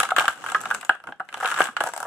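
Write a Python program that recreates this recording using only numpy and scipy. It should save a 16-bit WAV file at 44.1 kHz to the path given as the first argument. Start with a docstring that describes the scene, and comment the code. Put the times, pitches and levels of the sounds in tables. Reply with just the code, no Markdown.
"""Buckling of a clear blister pack

Fingers pry a small toy out of a stiff clear blister pack, on a table in a small room.
Each buckle excites damped modes of the shell's walls and hollow belly; its crease adds a noisy crack and tick.
Between the snaps tiny creases crackle, the toy scrapes in dense slips, and once it knocks dully on the table.
Jolts ring the table, brief low rumbles decay, fingertips land softly, and hands shuffle as filtered noise
over faint room tone."""
import sys
import numpy as np
from scipy import signal
from scipy.fft import rfft, irfft
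from scipy.io import wavfile

SR = 44100
rng = np.random.default_rng(int(sys.argv[2]) if len(sys.argv) > 2 else 0)


def dump_mix(stems):
    """Bounce the given channels to the path in sys.argv[1] as a 16-bit WAV at rate SR."""
    frames = np.atleast_2d(stems).T  # one column per channel
    limited = np.clip(frames, -1, 1)  # hard clip at full scale
    pcm = np.round(limited * 32767).astype(np.int16)
    wavfile.write(sys.argv[1], SR, pcm)


N = 91022  # length in samples

# Room tone spectrum: frequency_hz, relative_level_db
FLOOR_COLOUR = [(30, -12), (100, -2), (180, 2), (400, -4), (1300, -7), (2500, -20), (15000, -36)]
# Fingers and sleeves shuffling on the table: time_s, level_db
SHUFFLE_LEVEL = [(0, -50), (.13, -52), (.2, -42), (.34, -62), (.39, -51), (.52, -47), (.77, -48),
                 (.84, -60), (1.03, -68), (1.09, -46), (1.17, -66), (1.28, -68), (1.35, -51), (1.6, -50),
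                 (1.755, -61), (1.83, -45), (1.92, -58), (2.06, -53)]
# Shuffle spectrum: frequency_hz, relative_level_db
SHUFFLE_SPECTRUM = [(30, -17), (90, -6), (175, 0), (280, -2), (500, -3), (1100, -6), (2000, -25),
                    (8000, -45)]
# Low rumble under some of the loud snaps: start_s, level_db
LOW_RUMBLES = [(0, -46), (.19, -50), (.28, -49), (1.607, -48), (1.805, -47)]
# Rumble spectrum: frequency_hz, relative_level_db
RUMBLE_SPECTRUM = [(40, 0), (120, -2), (300, -22), (1500, -70)]
# Decay time of the room: frequency_hz, t60_s
ROOM_DECAY = [(150, .26), (700, .2), (1400, .2), (3500, .22), (9000, .22), (15000, .13)]
# Strength of the room's tail: frequency_hz, relative_level_db
ROOM_SPECTRUM = [(150, -8), (400, -9), (900, -14.5), (1500, -13), (3000, -8.3), (8000, -7.5),
                 (15000, -12.5)]
# Left-right likeness of diffuse sound: frequency_hz, correlation (-1 to 1)
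EAR_LIKENESS = [(100, -.3), (300, .55), (700, .95), (1300, .9), (2200, 0), (5000, -.1)]
# Jolts that ring the table: start_s, level_db
TABLE_BUMPS = [(.001, -31), (.182, -30), (.2805, -37), (.547, -40), (.8935, -31), (1.088, -45),
               (1.202, -39), (1.446, -43), (1.588, -41), (1.605, -27), (1.8052, -32), (1.8376, -40)]
# Table modes: nominal_frequency_hz, relative_level_db, t60_s
TABLE_MODES = [(172, -18, .08), (245, -11, .04), (330, -6, .028), (410, 0, .024), (490, 1, .02)]
# Fingertips landing softly: start_s, pitch_hz, level_db
FINGER_PADS = [(1.089, 255, -47), (1.616, 165, -46), (1.688, 245, -44)]
# The toy scraping along the plastic: start_s, end_s, level_db
TOY_SCRAPES = [(0, .07, -39), (.165, .27, -37), (.36, .79, -46), (1.4, 1.675, -40), (1.8, 2.06, -50)]
# Scrape spectrum: frequency_hz, relative_level_db
SCRAPE_SPECTRUM = [(500, -3), (1250, 7), (1950, -6), (2900, 0), (4600, -10), (7500, -4), (13000, -26)]
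# Level of the fine crackle: time_s, level_db
CRACKLE_LEVEL = [(0, -36), (.07, -43), (.145, -50), (.19, -28), (.26, -37), (.31, -38), (.35, -44),
                 (.425, -45), (.5, -37), (.6, -49), (.72, -39), (.86, -51), (1.01, -70), (1.09, -56),
                 (1.18, -76), (1.26, -64), (1.35, -43), (1.39, -45), (1.47, -32), (1.555, -42), (1.6, -30),
                 (1.66, -34), (1.71, -52), (1.755, -58), (1.82, -36), (1.88, -38), (1.92, -52), (1.97, -48),
                 (2.06, -45)]
# The whole pack popping through: start_s, belly_pitch_hz, belly_level_db, wall_pitch_hz, wall_level_db
SHELL_POPS = [(.1187, 738, -19, 1315, -17), (.2428, 810, -25, 1490, -29), (.8958, 745, -32, 1590, -12),
              (1.1227, 810, -37, 1600, -36), (1.2025, 740, -29, 1560, -31)]
# Shell buckles: start_s, wall_pitch_hz, wall_level_db, belly_level_db, crack_level_db, tick_level_db
SHELL_SNAPS = [(0.0011, 1430, -14, -26, -21, -21), (0.0104, 1320, -26, -34, -29, -33),
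               (0.0304, 1410, -27, -26, -26, -32), (0.0331, 1520, -23, -43, -25, -29),
               (0.0519, 1330, -26, -41, -33, -42), (0.0895, 1370, -26, -40, -36, -41),
               (0.1056, 1480, -25, -41, -30, -41), (0.1084, 1430, -26, -39, -35, -39),
               (0.164, 1500, -15, -28, -23, -30), (0.1697, 1490, -24, -39, -30, -35),
               (0.1821, 1330, -13, -20, -25, -31), (0.1854, 1360, -20, -33, -18, -27),
               (0.1959, 1380, -28, -47, -20, -30), (0.2057, 1430, -19, -25, -33, -40),
               (0.2139, 1290, -21, -41, -35, -39), (0.2549, 1280, -25, -34, -27, -40),
               (0.2804, 1360, -12, -31, -23, -29), (0.2854, 1350, -24, -29, -30, -38),
               (0.44, 1300, -29, -35, -44, -46), (0.4628, 1400, -25, -45, -34, -42),
               (0.4863, 1370, -31, -46, -38, -46), (0.4994, 1270, -31, -42, -36, -40),
               (0.5185, 1380, -28, -32, -34, -33), (0.5469, 1440, -14, -27, -28, -42),
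               (0.606, 1330, -36, -48, -43, -41), (0.6138, 1450, -51, -45, -52, -33),
               (0.6366, 1400, -31, -40, -44, -44), (0.6558, 1360, -24, -31, -32, -44),
               (0.7036, 1360, -27, -37, -35, -40), (0.7111, 1460, -15, -30, -32, -39),
               (0.7423, 1400, -46, -39, -42, -37), (0.7469, 1460, -25, -36, -32, -29),
               (0.8114, 1460, -44, -50, -39, -39), (0.8294, 1450, -35, -41, -41, -62),
               (0.8487, 1380, -40, -43, -42, -36), (0.8935, 1450, -15, -17, -22, -37),
               (0.9507, 1340, -38, -43, -51, -55), (1.0011, 1540, -44, -53, -52, -65),
               (1.0389, 1300, -39, -46, -48, -56), (1.0713, 1420, -31, -39, -42, -54),
               (1.0883, 1460, -36, -39, -48, -67), (1.1227, 1590, -42, -48, -43, -64),
               (1.1983, 1520, -31, -43, -51, -55), (1.2027, 1350, -27, -35, -44, -62),
               (1.2887, 1560, -40, -48, -41, -55), (1.3265, 1410, -36, -51, -41, -51),
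               (1.3416, 1450, -30, -33, -31, -40), (1.3722, 1490, -39, -35, -43, -53),
               (1.4013, 1470, -33, -37, -45, -41), (1.4087, 1390, -28, -41, -41, -42),
               (1.4264, 1320, -29, -24, -43, -49), (1.4314, 1450, -25, -39, -38, -43),
               (1.4459, 1480, -23, -24, -32, -43), (1.4569, 1460, -21, -38, -23, -39),
               (1.4648, 1510, -25, -48, -42, -46), (1.4755, 1530, -25, -36, -34, -35),
               (1.4864, 1500, -26, -52, -34, -39), (1.5019, 1530, -29, -47, -34, -41),
               (1.5145, 1490, -24, -37, -31, -33), (1.5189, 1390, -22, -42, -43, -51),
               (1.5416, 1350, -27, -39, -33, -40), (1.5624, 1380, -27, -41, -36, -40),
               (1.5717, 1380, -26, -36, -37, -44), (1.5769, 1330, -25, -34, -38, -38),
               (1.5878, 1470, -21, -34, -32, -37), (1.5929, 1410, -24, -44, -37, -41),
               (1.5979, 1340, -29, -28, -30, -34), (1.605, 1370, -11, -19, -26, -29),
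               (1.6172, 1540, -18, -43, -21, -36), (1.6406, 1410, -36, -43, -34, -29),
               (1.6549, 1640, -29, -34, -35, -41), (1.6704, 1480, -31, -41, -37, -45),
               (1.6863, 1380, -27, -39, -44, -57), (1.7665, 1450, -20, -30, -27, -39),
               (1.7707, 1470, -27, -42, -34, -44), (1.8051, 1330, -18, -22, -26, -36),
               (1.8099, 1290, -31, -21, -37, -36), (1.8376, 1400, -25, -24, -36, -30),
               (1.8633, 1260, -40, -27, -43, -41), (1.8688, 1370, -32, -25, -45, -37),
               (1.8729, 1470, -29, -35, -39, -35), (1.8882, 1410, -33, -32, -46, -38),
               (1.9363, 1310, -36, -31, -39, -33), (1.9634, 1370, -35, -31, -42, -33),
               (1.9771, 1340, -34, -32, -45, -33), (2.0027, 1360, -30, -32, -45, -34),
               (2.0285, 1360, -27, -28, -43, -36), (2.0515, 1330, -35, -34, -55, -54)]
# Modes of the shell walls: nominal_frequency_hz, relative_level_db, t60_s
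WALL_MODES = [(1060, -5, .028), (1210, 1, .038), (1315, 0, .04), (1400, -2, .03), (1510, -1, .03),
              (1630, 1, .04)]
# Modes of the hollow belly: nominal_frequency_hz, relative_level_db, t60_s
BELLY_MODES = [(545, -7, .033), (660, -7, .025), (738, 1, .035), (810, -1, .028), (865, -1, .028),
               (942, -1, .03)]
# Nominal crack spectrum: frequency_hz, relative_level_db
CRACK_SPECTRUM = [(1500, -25), (1850, -9), (2090, 0), (2400, -4), (2850, 1), (3300, -5), (3900, -11),
                  (4800, -19), (6300, -26), (9000, -45)]
# Nominal tick spectrum: frequency_hz, relative_level_db
TICK_SPECTRUM = [(2500, -26), (4300, -8), (5000, -8), (5900, -3), (6700, -2), (7800, 5), (8800, -2),
                 (9500, -3), (9950, 0), (10450, -7), (11000, -2), (11900, -13), (13200, -11), (14100, -15),
                 (15000, -13), (16000, -30)]

# Background
FLOOR_DB, RUMBLE_T60_S, EDGE_HZ = -68, .16, 15900
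# A small thin shell radiates little bass
SHELL_CUT_HZ, TABLE_CUT_HZ = 400, 130
# Modes start nearly in step, and each mode's pitch varies at random by a small fraction
RISE_S, PITCH_SPREAD, PHASE_SCATTER_CYCLES = .0007, .012, .22
# Share of each ringing that differs between the ears
WALL_WIDTH, BELLY_WIDTH, TABLE_WIDTH = .27, .09, .3
# The buckling patch rings at its own pitch, beside the other modes at this gain
DENT_T60_S, OTHER_MODES_GAIN = .022, .9
# Crease noise: decay, tilt (raised at left, lowered at right) and spread of its spectrum
CRACK_T60_S, CRACK_TILT_DB, CRACK_SPREAD_DB = .022, 1.6, 2.2
TICK_T60_S, TICK_TILT_DB, TICK_SPREAD_DB = .008, 3.2, 3.5
TICK_RING_T60_S, TICK_RING_DB = .04, -12
# While the shell hangs slack its cracks are dull
SLACK_FROM_S, SLACK_TO_S, SLACK_HZ, SLACK_DB_PER_OCTAVE = .88, 1.32, 2700, -6
# The sheet settles in a few smaller jerks
SETTLE_DB, SETTLE_FROM_S, SETTLE_TO_S = -13, .003, .024
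# Fine crackle: total rate, spread of sizes, and levels relative to the wall
CRACKLE_PER_S, CRACKLE_SPREAD_DB = 560, 3.7
CRACKLE_BELLY_DB, CRACKLE_CRACK_DB, CRACKLE_TICK_DB = -8.5, -6, -9.5
# Scrape, pops, fingertips and knock
SLIPS_PER_S, SLIP_SPREAD_DB, SCRAPE_TILT_DB = 1300, 4, 2
POP_T60_S, POP_WALL_T60_S, POP_RISE_S = .036, .022, .001
PAD_T60_S, PAD_RISE_S = .045, .004
KNOCK_S, KNOCK_HZ, KNOCK_DB, KNOCK_T60_S = 1.6046, 600, -16, .007


def amp(db):
    """Logarithmic level: decibels become a pressure gain."""
    return 10 ** (np.asarray(db) / 20)


def read(points, hz):
    """Logarithmic pitch scale: a table is interpolated along log frequency."""
    table_hz, value = np.transpose(points)
    return np.interp(np.log(hz + 1), np.log(table_hz), value)


def level_curve(points):
    """Amplitude modulation: a level drawn through its table over the whole scene."""
    return amp(np.interp(np.arange(N) / SR, *np.transpose(points)))


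def add(mix, start_s, sound):
    """Superposition: a stereo sound adds to the mix from its start time."""
    part = mix[:, max(round(start_s * SR), 0):][:, :sound.shape[1]]
    part += sound[:, :part.shape[1]]


def struck(x, size=220):
    """Onset power: a sound is scaled to unit power over its first five milliseconds."""
    return x / np.sqrt(np.mean(x[..., :size] ** 2) + 1e-20)


def colour(x, points, size=2048):
    """Minimum-phase filtering: the phase is the Hilbert transform of the log gain."""
    hz = abs(np.fft.fftfreq(size, 1 / SR))
    log_gain = np.log(amp(read(points, hz)))
    spectrum = np.exp(np.conj(signal.hilbert(log_gain)))
    taps = np.fft.ifft(spectrum).real[:size // 4]
    return signal.fftconvolve(x, taps[None], axes=1)[:, :x.shape[1]]


def highpass(x, cut_hz):
    """Weak low-frequency radiation: the bass below the cut is taken away."""
    return signal.sosfilt(signal.butter(3, cut_hz, btype="high", fs=SR, output="sos"), x)


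def clock(size=4096):
    """Sampled time: the time axis of one short event, in seconds."""
    return np.arange(size) / SR


def correlate(z, hz):
    """Interaural coherence: the right spectrum shares a frequency-dependent part of the left."""
    same = np.clip(read(EAR_LIKENESS, hz), -1, 1).reshape((-1,) + (1,) * (z.ndim - 2))
    return np.array([z[0], same * z[0] + np.sqrt(1 - same ** 2) * z[1]])


def noise(points):
    """Spectral shaping: coloured stereo noise of unit power, most alike at the ears in the midrange."""
    hz = np.fft.rfftfreq(N, 1 / SR)
    spectra = correlate(rfft(rng.standard_normal((2, N))), hz)
    x = irfft(spectra * amp(read(points, hz)), N)
    return x / x.std()


def room_tone():
    """Stationary noise: a faint, steady, coloured background."""
    return amp(FLOOR_DB) * noise(FLOOR_COLOUR)


def shuffle():
    """Friction noise: dull rubbing of the hands as they shift their grip."""
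    return noise(SHUFFLE_SPECTRUM) * level_curve(SHUFFLE_LEVEL)


def rumbles():
    """Exponentially decaying noise: a brief low rumble begins at each listed time."""
    t = np.arange(N) / SR
    envelope = np.zeros(N)
    for start, db in LOW_RUMBLES:
        envelope += (t >= start) * amp(db - 60 * abs(t - start) / RUMBLE_T60_S)
    return noise(RUMBLE_SPECTRUM) * envelope


def room(x, size=22050):
    """Diffuse reverberation: convolution with noise that decays at each frequency's own rate."""
    hz, t, z = signal.stft(rng.standard_normal((2, size)), SR, nperseg=256)
    z = correlate(z, hz)
    t60 = read(ROOM_DECAY, hz)[:, None]
    decay = amp(read(ROOM_SPECTRUM, hz)[:, None] - 60 * t / t60)
    z *= decay * np.sqrt(2 * np.log(1000) / (t60 * SR))  # evens the tail's energy across decay times
    tail = signal.istft(z, SR, nperseg=256)[1]
    # the tail fades in from 2 to 6 ms
    tail *= np.clip((np.arange(tail.shape[1]) / SR - .002) / .004, 0, 1)
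    return signal.fftconvolve(x, tail, axes=1)[:, :N]


def ring(modes, width, dent_hz=None):
    """Modal superposition: damped modes set off together; a dent adds its own note."""
    t = clock()
    hz, db, t60 = np.transpose(modes)
    hz = hz * (1 + PITCH_SPREAD * rng.standard_normal(len(hz)))
    decay = amp(db[:, None] - 60 * t / t60[:, None])
    waves = decay * np.exp(2j * np.pi * hz[:, None] * t)
    # near-equal phases for the common part, random phases for the ear difference
    phases = np.array([PHASE_SCATTER_CYCLES * rng.standard_normal(len(hz)), rng.random(len(hz))])
    mid, side = (np.exp(2j * np.pi * phases) @ waves).imag
    mid = struck(mid)
    if dent_hz:
        dent = amp(-60 * t / DENT_T60_S) * np.sin(2 * np.pi * dent_hz * t)
        mid = OTHER_MODES_GAIN * mid + struck(dent)
    pair = struck(mid) + width * np.array([[1], [-1]]) * struck(side)
    return struck(pair * (1 - np.exp(-(t / RISE_S) ** 2)))


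def note(hz, t60, rise):
    """Single damped resonance: one decaying sine, the same at both ears."""
    t = clock()
    wave = amp(-60 * t / t60) * np.sin(2 * np.pi * hz * t)
    wave = struck(wave * (1 - np.exp(-t / rise)))
    return np.array([wave, wave])


def table_contacts():
    """Impact excitation: jolts ring the table's modes and fingertips give soft damped notes."""
    table = np.zeros((2, N))
    for start, db in TABLE_BUMPS:
        add(table, start, amp(db) * ring(TABLE_MODES, TABLE_WIDTH))
    for start, hz, db in FINGER_PADS:
        add(table, start, amp(db) * note(hz, PAD_T60_S, PAD_RISE_S))
    return table


def scrape(length_s):
    """Stick-slip friction: dense, uneven slips of the toy against the creased plastic."""
    t = np.arange(0, length_s, 1 / SR)
    sizes = amp(SLIP_SPREAD_DB * np.minimum(rng.exponential(1, len(t)), 3))
    slips = (rng.random(len(t)) < SLIPS_PER_S / SR) * sizes
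    rasp = colour(slips * rng.standard_normal((2, len(t))), SCRAPE_SPECTRUM)
    swell = np.sqrt(np.sin(np.pi * t / length_s))
    return rasp / rasp.std() * swell * amp([[SCRAPE_TILT_DB], [-SCRAPE_TILT_DB]])


def crackle(count=24):
    """Random point process: swarms of tiny buckles while the fingers work the plastic."""
    out = np.zeros((2, N))
    for _ in range(count):
        tick_db = CRACKLE_TICK_DB + 3 * rng.standard_normal()
        grain = snap(rng.uniform(1100, 1640), 0, CRACKLE_BELLY_DB, CRACKLE_CRACK_DB, tick_db)
        sizes = amp(CRACKLE_SPREAD_DB * np.minimum(rng.exponential(1, N), 3))
        hits = sizes * (rng.random(N) < CRACKLE_PER_S / count / SR)
        out += signal.oaconvolve(hits[None], grain, axes=1)[:, :N]
    return out / out.std() * level_curve(CRACKLE_LEVEL)


def knock():
    """Heavy damping: one short, dead knock of the toy."""
    return amp(KNOCK_DB) * note(KNOCK_HZ, KNOCK_T60_S, RISE_S)


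def pop(belly_hz, belly_db, wall_hz, wall_db):
    """Snap-through: the whole pack pops with two hollow notes, belly and wall."""
    belly = amp(belly_db) * note(belly_hz, POP_T60_S, POP_RISE_S)
    return belly + amp(wall_db) * note(wall_hz, POP_WALL_T60_S, POP_RISE_S)


def burst(envelope, points, tilt_db, spread_db):
    """High modal density: a giving crease sounds as noise, different at each ear, in its own colour."""
    grains = rng.standard_normal((2, len(envelope))) * envelope
    hz, db = np.transpose(points)
    own_colour = np.transpose([hz, db + spread_db * rng.standard_normal(len(hz))])
    return struck(colour(grains, own_colour) * amp([[tilt_db], [-tilt_db]]))


def settle(body, count=3):
    """Repeated excitation: weaker, unevenly spaced repeats roughen the decay of a buckle."""
    out = body.copy()
    for delay in rng.uniform(SETTLE_FROM_S, SETTLE_TO_S, count):
        gain = amp(SETTLE_DB * (.5 + delay / SETTLE_TO_S))
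        add(out, delay, gain * rng.choice([-1, 1]) * body)
    return out


def snap(wall_hz, wall_db, belly_db, crack_db, tick_db, slack=False):
    """Elastic buckling: a sudden jump rings wall and belly while the crease cracks and ticks."""
    t = clock()
    crack_colour = CRACK_SPECTRUM
    if slack:
        crack_colour = [(hz, db + SLACK_DB_PER_OCTAVE * max(np.log2(hz / SLACK_HZ), 0))
                        for hz, db in CRACK_SPECTRUM]
    crack = burst(amp(-60 * t / CRACK_T60_S), crack_colour, CRACK_TILT_DB, CRACK_SPREAD_DB)
    # a quick tick with a weaker, longer ring
    tick_decay = amp(-60 * t / TICK_T60_S) + amp(TICK_RING_DB - 60 * t / TICK_RING_T60_S)
    tick = burst(tick_decay, TICK_SPECTRUM, TICK_TILT_DB, TICK_SPREAD_DB)
    wall = amp(wall_db) * ring(WALL_MODES, WALL_WIDTH, wall_hz)
    belly = amp(belly_db) * ring(BELLY_MODES, BELLY_WIDTH)
    return settle(wall + belly) + amp(crack_db) * crack + amp(tick_db) * tick


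def scene():
    """Linear superposition: pack and table sound in the room, over rumbles, shuffling and room tone."""
    background = room_tone() + shuffle() + rumbles()
    table = table_contacts()
    shell = crackle()
    for start, end, db in TOY_SCRAPES:
        add(shell, start, amp(db) * scrape(end - start))
    add(shell, KNOCK_S, knock())
    for start, *settings in SHELL_POPS:
        add(shell, start, pop(*settings))
    for start, *settings in SHELL_SNAPS:
        add(shell, start, snap(*settings, slack=SLACK_FROM_S < start < SLACK_TO_S))
    pack = highpass(shell, SHELL_CUT_HZ) + highpass(table, TABLE_CUT_HZ)
    return pack + room(pack) + background


def record(dry):
    """Amplitude and band limiting: clipping at full scale, then a linear-phase lowpass."""
    lowpass = signal.firwin(255, EDGE_HZ, window=("kaiser", 8), fs=SR)
    return signal.oaconvolve(np.clip(dry, -1, 1), lowpass[None], "same")


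dry = scene()
out = record(dry)
dump_mix(out)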